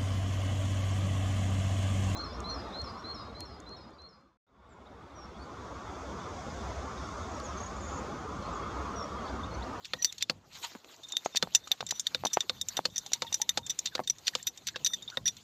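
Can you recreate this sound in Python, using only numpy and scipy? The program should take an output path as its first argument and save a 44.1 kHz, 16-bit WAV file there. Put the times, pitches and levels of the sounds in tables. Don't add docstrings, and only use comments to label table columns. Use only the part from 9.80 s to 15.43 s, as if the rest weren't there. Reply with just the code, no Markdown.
import sys
import numpy as np
from scipy import signal
from scipy.fft import rfft, irfft, next_fast_len
from scipy.io import wavfile
from scipy.ndimage import uniform_filter1d

SR = 44100
rng = np.random.default_rng(int(sys.argv[2]) if len(sys.argv) > 2 else 0)


def unload_wav(signal):
    wavfile.write(
        sys.argv[1],
        SR,
        np.round(np.clip(np.atleast_2d(signal).T, -1, 1) * 32767).astype(np.int16),
    )


def gain_from_db(level_db):
    decades = np.asarray(level_db, float) / 20
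    return 10 ** decades


N = 248283

# [t/s, contact/ms, clack level/dB, bright clack level/dB, rod ring level/dB]
LANDINGS = [(0.1343, 3.8, -21.5, -33.5, -24.5), (0.4967, 5.9, -19, -33, -51),
            (1.6255, 4.2, -15.5, -25, -20), (2.007, 5.1, -28.5, -41, -38), (2.3467, 5.2, -22, -30.5, -30),
            (2.6953, 4.8, -21, -28.5, -33), (3.0529, 6.9, -19, -28, -50), (3.4202, 6.5, -20.5, -29.5, -35),
            (3.7735, 5.9, -19.5, -26, -30.5), (4.1511, 5.9, -21.5, -29.5, -50),
            (4.5513, 5.6, -21.5, -29, -33), (4.9586, 6.5, -25, -41, -49), (5.3718, 3.8, -31, -41, -23.5)]
TOUCHES = [(.0473, 2.3, -38, -37, -37), (.407, 17, -33.5, -49, -48), (1.2327, 13, -48, -50, -44),
           (1.321, 4.7, -39, -32, -33.5), (2.0649, 8.7, -42, -37, -40), (2.4985, 21, -62, -62, -49),
           (3.0991, 13, -63, -58, -51.5), (3.4666, 11, -51, -67, -34), (3.4864, 12, -67, -73, -50),
           (4.1217, 19, -63, -73, -55), (4.3829, 9.7, -56, -48, -54), (4.5973, 12, -77, -62, -44),
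           (5.2227, 9.3, -53, -46, -36.5), (5.2771, 9.8, -50, -79, -38), (5.3216, 7.6, -69, -74, -54)]
LOW_BLOWS = [(.053, 5.2, -30.5, -44, -56), (.3244, 3.1, -30, -28.5, -46), (.3806, 7.7, -43.5, -41, -47),
             (.4244, 3.3, -14.5, -23.5, -16.5), (1.2856, 9.4, -59, -44, -59),
             (1.3678, 3.9, -25, -24.5, -25.5), (1.5574, 10.6, -26, -28, -31),
             (1.5706, 3.6, -16.5, -21.5, -16), (1.8372, 15, -68, -71, -51), (1.9161, 4.05, -17, -24, -17.5),
             (2.1528, 18, -64, -52.5, -47.5), (2.268, 3.8, -18, -22, -20.5), (2.4676, 5, -30.5, -32, -24),
             (2.606, 4.05, -22, -20, -19.5), (2.8128, 4.7, -65, -25, -24), (2.9682, 6.1, -27, -31.5, -23.5),
             (3.262, 6.4, -42, -39, -43), (3.8637, 8, -41, -36, -41), (4.0716, 4.1, -32, -53, -29.5),
             (4.2741, 6.4, -34.5, -34, -30.5), (4.6275, 5.5, -50, -40, -60), (4.7741, 7.9, -45.5, -43, -45),
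             (5.1333, 13.6, -41, -36.5, -29), (5.5666, 8.5, -48, -49, -51)]
SLAPS = [(1.0454, 5.3, -49, -54, -69), (1.1632, 3.5, -66, -48, -71), (1.7491, 6.7, -18.5, -12.5, -18),
         (1.874, 5.7, -39, -40.5, -51), (2.1954, 5.9, -35, -19.5, -35), (3.1801, 4.9, -38, -19.5, -25.5),
         (3.3193, 4.9, -41, -46, -47), (3.3327, 9.3, -26, -25.5, -28.5), (3.5259, 5.6, -31, -32.5, -30.5),
         (3.616, 4.3, -26.5, -18.5, -24), (3.6913, 5.3, -28, -23, -19.5), (3.8954, 16, -33.5, -29.5, -28),
         (3.9889, 5.2, -37.5, -21.5, -34.5), (4.4685, 12, -26.5, -37.5, -28), (4.4795, 5.2, -16, -25, -52),
         (4.6684, 13.6, -29.5, -30, -30), (4.869, 12.7, -28.5, -31.5, -31),
         (4.8858, 4.7, -23.5, -48, -32.5), (5.0466, 5, -52, -24, -22), (5.0606, 9.8, -24.5, -28, -25),
         (5.3006, 5.1, -40, -56, -49), (5.08, 66, -74, -70, -47), (5.4774, 8.3, -26.5, -27, -21.5)]
RIM_BLOWS = [(.2225, 10, -34, -36, -27), (.2455, 5.7, -20, -20, -16), (1.446, 16, -43, -40, -54),
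             (2.088, 11, -40, -42, -38), (2.1076, 9.7, -26, -28.5, -31.5), (2.4513, 5.2, -25.5, -30, -20.5),
             (2.5314, 13.7, -35.5, -27, -24), (2.8854, 4.3, -35.5, -23, -25.5),
             (3.1594, 4.9, -35, -49, -27), (3.167, 4.6, -37, -35, -33), (3.5416, 7.8, -33, -23.5, -21),
             (4.0569, 9.6, -22.5, -28, -32), (4.2344, 16.1, -49.5, -55, -54),
             (4.2978, 7.4, -31.5, -30, -24.5), (5.069, 3.1, -28, -31, -18.5),
             (5.4558, 27, -37.5, -51, -27.5)]
SLIDES = [
    (.255, 48, -59, -58, -43.5),
    (1.24, 190, -73, -82, -68),
    (2.075, 90, -70, -76, -60),
    (2.74, 88, -70, -68, -59),
    (3.11, 130, -73, -62, -59),
]


def contacts():
    # (contacts, second mode dB, third mode dB)
    places = [(LANDINGS, 0, -25), (TOUCHES, 0, -32), (LOW_BLOWS, 0, -7.5),
              (SLAPS, -2.8, 0), (RIM_BLOWS, -13, 0), (SLIDES, 0, -8)]
    return [(s, ms, dull_db, bright_db, ring_db + second_db, ring_db + third_db)
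            for rows, second_db, third_db in places
            for s, ms, dull_db, bright_db, ring_db in rows]


def contact_timing(contact_ms):
    hold_ms = max(contact_ms - 4, .5)
    rise_ms = 0.26 + 0.068 * min(hold_ms, 15)
    damp = np.clip(contact_ms / 5.76, .45, 1)
    ms = np.arange(max(2000, int((hold_ms + 45) * SR / 1000))) * 1000 / SR
    return ms, rise_ms, hold_ms, damp


# [f/Hz, level/dB]
CLACK = [(600, -23), (1300, -17.5), (2000, -12.5), (3000, -4), (4400, 3.5), (5600, -5.5), (6500, -13.5)]
# [f/Hz, level/dB]
BRIGHT = [(5400, -1), (6500, 0), (7300, -0.5), (8200, -15), (10000, -23), (13000, -20), (15300, -28)]


def clack():
    case_hz = np.geomspace(1500, 7800, 26) * (1 + .02 * rng.standard_normal(26))
    chatter = gain_from_db(2.73 * walk(900))
    dull, bright, dull_ring, bright_ring = np.zeros((4, N))
    for s, contact_ms, dull_db, bright_db, _, _ in contacts():
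        ms, rise_ms, hold_ms, damp = contact_timing(contact_ms)
        front = 0.85 + 0.75 * np.exp(-ms / 3.2)
        dull_shape = gain_from_db(dull_db - 4.5) * front * stroke(ms, rise_ms, hold_ms, 34 * damp)
        bright_shape = gain_from_db(bright_db - 5.5) * front * stroke(ms, rise_ms, hold_ms, 32 * damp)
        size, detune, turn = rng.standard_normal((3, 26))
        cycles = np.outer(case_hz * (1 + .03 * detune), ms[:2000]) / 1000 + turn[:, None]
        casting = gain_from_db(5 * size) @ np.sin(2 * np.pi * cycles)
        add(dull, s, dull_shape)
        add(bright, s, bright_shape)
        add(dull_ring, s, gain_from_db(-22) * dull_shape[:2000] * casting)
        add(bright_ring, s, gain_from_db(-21.5) * bright_shape[:2000] * casting)
    dull_noise = gain_from_db(-7.0) * smear(dull, -13.5, -23) * rng.standard_normal(N)
    bright_noise = gain_from_db(-1.5) * smear(bright, -19.5, -19) * rng.standard_normal(N)
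    dull = chatter * (dull_noise + dull_ring)
    bright = chatter * (bright_noise + bright_ring)
    return colour(dull, CLACK) + colour(bright, BRIGHT)


def smear(shape, before_db, after_db):
    before = signal.lfilter([.004], [1, -.996], shape[::-1])[::-1]
    after = signal.lfilter([.0015], [1, -.9985], shape)
    return shape + gain_from_db(before_db) * before + gain_from_db(after_db) * after


# [t60/ms, level/dB, share that follows the third mode/0-1]
ROD = [(60, -22, .3), (50, 0, 0), (48, 0, 1), (40, -23, .6), (55, -19, .6), (25, -26, .5), (25, -31, .6)]
ROD_HZ = [1875, 3630, 5915, 8616, 11788, 12950, 15270]
# [t/s, level/dB, mode number]
MIDDLE = [(.135, -38.5, 0), (.247, -45, 0), (2.106, -40, 0), (3.160, -45.5, 0), (3.618, -45, 0),
          (4.598, -54, 0), (5.133, -38, 0), (5.457, -40, 0), (.247, -42, 6), (1.368, -47, 4),
          (2.196, -42, 3), (4.275, -49, 3), (4.668, -36.5, 5), (5.047, -54, 4), (4.669, -38, 1)]


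def rod(rub_db):
    modes = np.zeros((len(ROD), N), complex)
    for s, contact_ms, _, _, second_db, third_db in contacts():
        ms, rise_ms, hold_ms, damp = contact_timing(contact_ms)
        chance = rng.standard_normal((len(ROD), 2))
        for mode, hz, (t60_ms, db, share), (size, turn) in zip(modes, ROD_HZ, ROD, chance):
            level_db = db + second_db + share * (third_db - second_db)
            level_db += 3 * size * (db < -9)
            pitch = hz * (1 + .008 * size)
            shape = stroke(ms, rise_ms + 0.083, hold_ms, t60_ms * damp)
            add(mode, s, gain_from_db(level_db) * shape * np.exp(2j * np.pi * (pitch * ms / 1000 + turn)))
    ms = np.arange(4500) * 1000 / SR
    for s, db, k in MIDDLE:
        tone = np.exp(2j * np.pi * ROD_HZ[round(k)] * ms / 1000)
        add(modes[round(k)], s, gain_from_db(db) * stroke(ms, 0.64, 6.3, 38) * tone)
    out = np.zeros(N)
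    for mode, hz, (_, db, share) in zip(modes, ROD_HZ, ROD):
        b, a = signal.iirpeak(hz, hz / 130, fs=SR)
        rub_level = gain_from_db(rub_db + 0.82 * db - 3.6 * share + 2.2 * walk(21.2))
        rub = rub_level * signal.lfilter(b, a, rng.standard_normal(N))
        out += gain_from_db(3.66 * walk(300)) * np.real(mode * np.exp(1.1j * walk(250))) + rub
    return out


# [t/s, length/ms, level/dB, mode number]
RINGS = [(1.233, 20, -48, 1), (1.27, 45, -58, 1), (1.325, 42, -44, 1), (1.378, 18, -48, 1),
         (1.52, 30, -52, 1), (1.8, 30, -57, 1), (1.84, 12, -50, 1), (.18, 40, -54, 0), (.185, 30, -54, 2),
         (2.12, 60, -48, 2), (3.83, 30, -48, 1)]


def loose_rod():
    ms = np.arange(4500) * 1000 / SR
    out = np.zeros(N)
    for s, length_ms, db, k in RINGS:
        tone = np.sin(2 * np.pi * ROD_HZ[round(k)] * ms / 1000)
        add(out, s, gain_from_db(db) * stroke(ms, 2.5, length_ms, 45) * tone)
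    return out * gain_from_db(4.5 * walk(200))


# [t/s, level/dB, f/Hz]
LUGS = [(.2185, -36, 4200), (1.4608, -30, 6600), (2.696, -28, 4300), (3.864, -36, 7400), (5.223, -43, 7100),
        (5.301, -47, 5800), (5.372, -32, 1900), (.3806, -42, 4300), (.4968, -24, 4300), (1.287, -44, 6900),
        (1.322, -33, 7000), (1.368, -26, 3800), (1.626, -24, 4200), (1.7495, -20, 7200),
        (1.7495, -22, 3700), (2.065, -35, 7400), (4.628, -36, 7400)]


def lugs():
    ms = np.arange(4500) * 1000 / SR
    out = np.zeros(N)
    for s, db, hz in LUGS:
        add(out, s, gain_from_db(db) * stroke(ms, .4, 1.5, 26) * np.sin(2 * np.pi * hz * ms / 1000))
    return out


# [t/s, level/dB, f/Hz]
POPS = [
    (1.6728, -31.5, 790),
    (2.0273, -27, 790),
    (2.1232, -29, 855),
    (2.4368, -21.5, 770),
    (2.4498, -18.5, 750),
    (2.4579, -18, 846),
    (2.991, -15.5, 810),
    (3.523, -35.5, 836),
    (4.193, -17.5, 790),
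    (4.2008, -21.5, 670),
]
# [t/s, level/dB, f/Hz, t60/ms]
KNOCKS = [(.135, -50, 290, 40), (.497, -45, 260, 40), (1.626, -45, 230, 45), (.9506, -50, 227, 18),
          (1.5488, -31, 760, 11), (1.873, -40, 1270, 27), (1.9115, -38.5, 770, 58),
          (2.0063, -26, 1190, 5.5), (2.976, -30, 800, 7.7), (3.262, -44.5, 810, 44), (3.318, -38, 740, 15),
          (3.774, -30, 825, 42), (4.18, -36, 744, 13), (5.372, -29.5, 570, 5.8)]
# [t/s, level/dB, f/Hz]
GROANS = [
    (0.839, -39.5, 936),
    (3.352, -48.5, 940),
    (3.425, -40, 895),
    (3.447, -39, 919),
    (3.54, -51, 880),
    (3.6, -39.5, 845),
    (3.6227, -45.5, 927),
    (3.79, -44.5, 934),
]


def blows():
    base = [(s + 0.00099, db - 12.5, 514, 67, 4) for s, _, db, _, _ in LANDINGS]
    pops = [(*row, 7.8, -21.5) for row in POPS]
    knocks = [(*row, -3.5) for row in KNOCKS]
    groans = [(*row, 105, -10) for row in GROANS]
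    return base + pops + knocks + groans


def low_rings():
    ms = np.arange(3000) * 1000 / SR
    out, rattle, soil = np.zeros((3, N))
    for s, db, hz, t60_ms, rattle_db in blows():
        ring = stroke(ms, 0.3, 0.83, 0.86 * t60_ms) * np.cos(2 * np.pi * hz * ms / 1000)
        add(out, s, -gain_from_db(db + 1.0) * ring)
        add(out, s, gain_from_db(db + rattle_db + 9.5) * np.exp(-((ms - .1) / 0.063) ** 2))
        add(rattle, s, gain_from_db(db + rattle_db + 0.5) * stroke(ms, 1.0, 0.14, 6 + 16000 / hz ** 2 * 300))
        if 400 < hz < 600:
            add(out, s, gain_from_db(db - 4) * stroke(ms, 2.0, 5.0, 36) * np.sin(2 * np.pi * 522 * ms / 1000))
        add(soil, s, gain_from_db(db - 11 - (hz - 500) / 17) * stroke(ms, 0.76, 3.1, 80))
    return out, rattle, soil


# [t/s, level/dB, f/Hz, body level/dB]
SNAPS = [
    (1.4605, -16, 740, -22),
    (2.5716, -11, 780, -15),
    (.9512, -38, 1500, 0),
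    (1.0458, -40, 2500, -20),
    (1.337, -42, 950, -20),
    (.919, -44, 1500, -20),
    (.8485, -35, 2300, -30),
    (.854, -35, 2000, -30),
]


def valve_snaps():
    ms = np.arange(3000) * 1000 / SR
    out, rattle = np.zeros((2, N))
    for s, db, hz, body_db in SNAPS:
        swing = -np.sin(2 * np.pi * hz * ms / 1000) * gain_from_db(-60 * ms * hz / 1000 / 7)
        body = gain_from_db(body_db) * stroke(ms, .4, .6, 24) * np.sin(2 * np.pi * 350 * ms / 1000)
        edge = gain_from_db(-3) * np.exp(-((ms - .2) / .07) ** 2)
        snap = 1.5 * swing + body - edge
        add(out, s, gain_from_db(db) * signal.lfilter(*signal.butter(1, 170, "high", fs=SR), snap))
        add(rattle, s - .004, gain_from_db(db - 23) * stroke(ms, 2.5, 5, 40))
    return out, rattle


def thuds():
    rings, ring_rattle, soil = low_rings()
    snaps, snap_rattle = valve_snaps()
    rattle = (ring_rattle + snap_rattle) * rng.standard_normal(N)
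    rattle = colour(rattle, [(700, -2.5), (1300, 6), (2600, -5.5), (7000, -14.0)])
    soil = colour(soil * rng.standard_normal(N), [(80, -20.5), (180, 3.0), (520, -6), (1100, -8.5)])
    thin = signal.butter(1, 200, "high", fs=SR, output="sos")
    return signal.sosfilt(thin, rings + snaps) + rattle + soil


# [t/s, length/ms, start f/Hz, end f/Hz, level/dB]
SQUEAKS = [
    (4.112, 36, 1800, 1350, -54),
    (4.532, 17, 1750, 1600, -47),
    (4.940, 16, 1750, 1600, -49),
    (5.102, 8, 1100, 1550, -45),
    (5.31, 45, 1600, 1450, -51),
    (4.16, 60, 1500, 2200, -50),
]


def squeaks():
    out = np.zeros(N)
    for s, length_ms, start_hz, end_hz, db in SQUEAKS:
        hz = np.linspace(start_hz, end_hz, int(length_ms * SR / 1000))
        hz *= 1 + .06 * walk(700)[:len(hz)]
        add(out, s, gain_from_db(db) * np.sqrt(np.hanning(len(hz))) * np.sin(2 * np.pi * np.cumsum(hz) / SR))
    return out * gain_from_db(5 * walk(500))


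def each_stroke(now, shift_s, width_s, per_db=0):
    return sum(gain_from_db(per_db * (row[2] + 19)) * np.exp(-((now - row[0] - shift_s) / width_s) ** 2)
               for row in LANDINGS)


# [t/s, rustle level/dB]
MOTION = [(0, -66.5), (.3, -64.5), (.5, -67.5), (.6, -84), (.7, -65.5), (.76, -49.5), (.81, -63.5),
          (.847, -38), (.875, -53), (1, -67.5), (1.08, -66), (1.131, -54), (1.17, -62), (1.35, -62),
          (1.8, -65), (3.4, -61.5), (4.4, -64.5), (5.63, -64.5)]


def movement(now):
    motion_db = np.interp(now, *np.transpose(MOTION))
    return motion_db, motion_db + 9.5 * each_stroke(now, -0.072, 0.016)


# [f/Hz, level/dB]
RUSTLE = [(500, -10.5), (1000, -1), (1700, -5), (2500, -3), (4100, 2), (5300, -7), (6900, -1), (8200, -16)]
# [f/Hz, level/dB]
HISS = [(8000, -10), (9600, -25), (11100, -9), (11900, -2), (12500, -8), (15200, -10), (15500, -40)]
# [f/Hz, level/dB]
AIR = [(250, 2), (800, -3), (2000, -15.5), (7000, -15), (8500, -29.5)]


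def rustle_and_air(now, motion_db, rustle_db):
    breeze = gain_from_db(-71.5 - 15 * ((now - 3.4) / 2) ** 2)
    sleeve = uniform_filter1d(gain_from_db(motion_db - 13), int(0.098 * SR))
    grains = gain_from_db(1.46 * walk(600) + 3.1 * walk(24.89))
    rustle = gain_from_db(rustle_db + 2.5) * colour(grains * rng.standard_normal(N), RUSTLE)
    hiss = np.hypot(breeze, sleeve) * colour(grains * rng.standard_normal(N), HISS)
    air = gain_from_db(-65 + 1.0 * walk(2.52)) * colour(rng.standard_normal(N), AIR)
    return patchy(rustle + hiss + air, 3.4)


def patchy(x, spread_db):
    _, _, z = signal.stft(x, nperseg=512)
    field = uniform_filter1d(rng.standard_normal(z.shape), size=12, axis=0)
    field = uniform_filter1d(field, size=5, axis=1)
    return signal.istft(z * gain_from_db(spread_db * field / field.std()), nperseg=512)[1][:N]


# [t/s, level/dB]
GROUND = [(0, -6), (.3, -5), (.55, -1), (.67, 5), (.85, -2), (1.05, -5), (1.6, -8), (1.72, -1), (2.2, 0),
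          (2.8, 2), (3.3, 0), (3.6, 3), (3.9, -1), (4.3, 1), (4.6, -3), (5.1, 2), (5.63, 6)]
# [f/Hz, level/dB]
RUMBLE = [(30, -19), (60, -0.5), (115, 3), (200, -0.5), (400, -21.5)]


def rumble(now):
    heave_db = 10.5 * each_stroke(now, 0.044, 0.073, 0.45)
    level_db = -66 + np.interp(now, *np.transpose(GROUND)) + heave_db
    return gain_from_db(level_db + 3.6 * walk(20)) * colour(rng.standard_normal(N), RUMBLE)


def colour(x, points):
    (low, low_db), (top, top_db) = points[0], points[-1]
    hz, db = np.transpose([(low / 1.4, low_db - 25), *points, (top * 1.2, top_db - 25)])
    grid = np.arange(1025) * SR / 2048 + 1
    gain = np.interp(np.log(grid), np.log(hz), db)
    cep = irfft(gain * np.log(10) / 20)
    cep[1:1024] *= 2
    cep[1025:] = 0
    h = irfft(np.exp(rfft(cep)))
    return signal.fftconvolve(x, h / np.sqrt(np.sum(h ** 2)))[:N]


def walk(rate):
    k = int(SR / rate)
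    held = np.repeat(rng.standard_normal(N // k + 1), k)
    return 1.3 * uniform_filter1d(uniform_filter1d(held, k), k)[:N]


def add(out, s, burst):
    i = int(s * SR)
    out[i:i + len(burst)] += burst[:N - i]


def stroke(ms, rise_ms, hold_ms, t60_ms):
    return (1 - np.exp(-(ms / rise_ms) ** 2)) * gain_from_db(-60 * np.maximum(ms - hold_ms, 0) / t60_ms)


def scene():
    now = np.arange(N) / SR
    motion_db, rustle_db = movement(now)
    pumping = (now < .55) | (now > 1.2)
    rub_db = np.where(pumping, rustle_db + 4.5, -90)
    handle = clack() + rod(rub_db) + loose_rod() + lugs()
    pump = thuds() + squeaks()
    field = rustle_and_air(now, motion_db, rustle_db) + rumble(now)
    return (handle + pump + field)[None]


def roll_off(x):
    return signal.sosfilt(signal.butter(12, 16630, fs=SR, output="sos"), x)


def record(dry):
    x = signal.sosfilt(signal.butter(2, 42, "high", fs=SR, output="sos"), dry)
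    x = signal.sosfilt(signal.ellip(8, .3, 70, 16200, fs=SR, output="sos"), x)
    size = next_fast_len(N)
    hz = np.arange(size // 2 + 1) * SR / size
    shelf = gain_from_db(np.interp(hz, [15400, 15550], [0, -17]))
    x = irfft(rfft(x, size) * shelf, size)[:, :N]
    return roll_off(x)


dry = scene()
out = record(dry)
unload_wav(out)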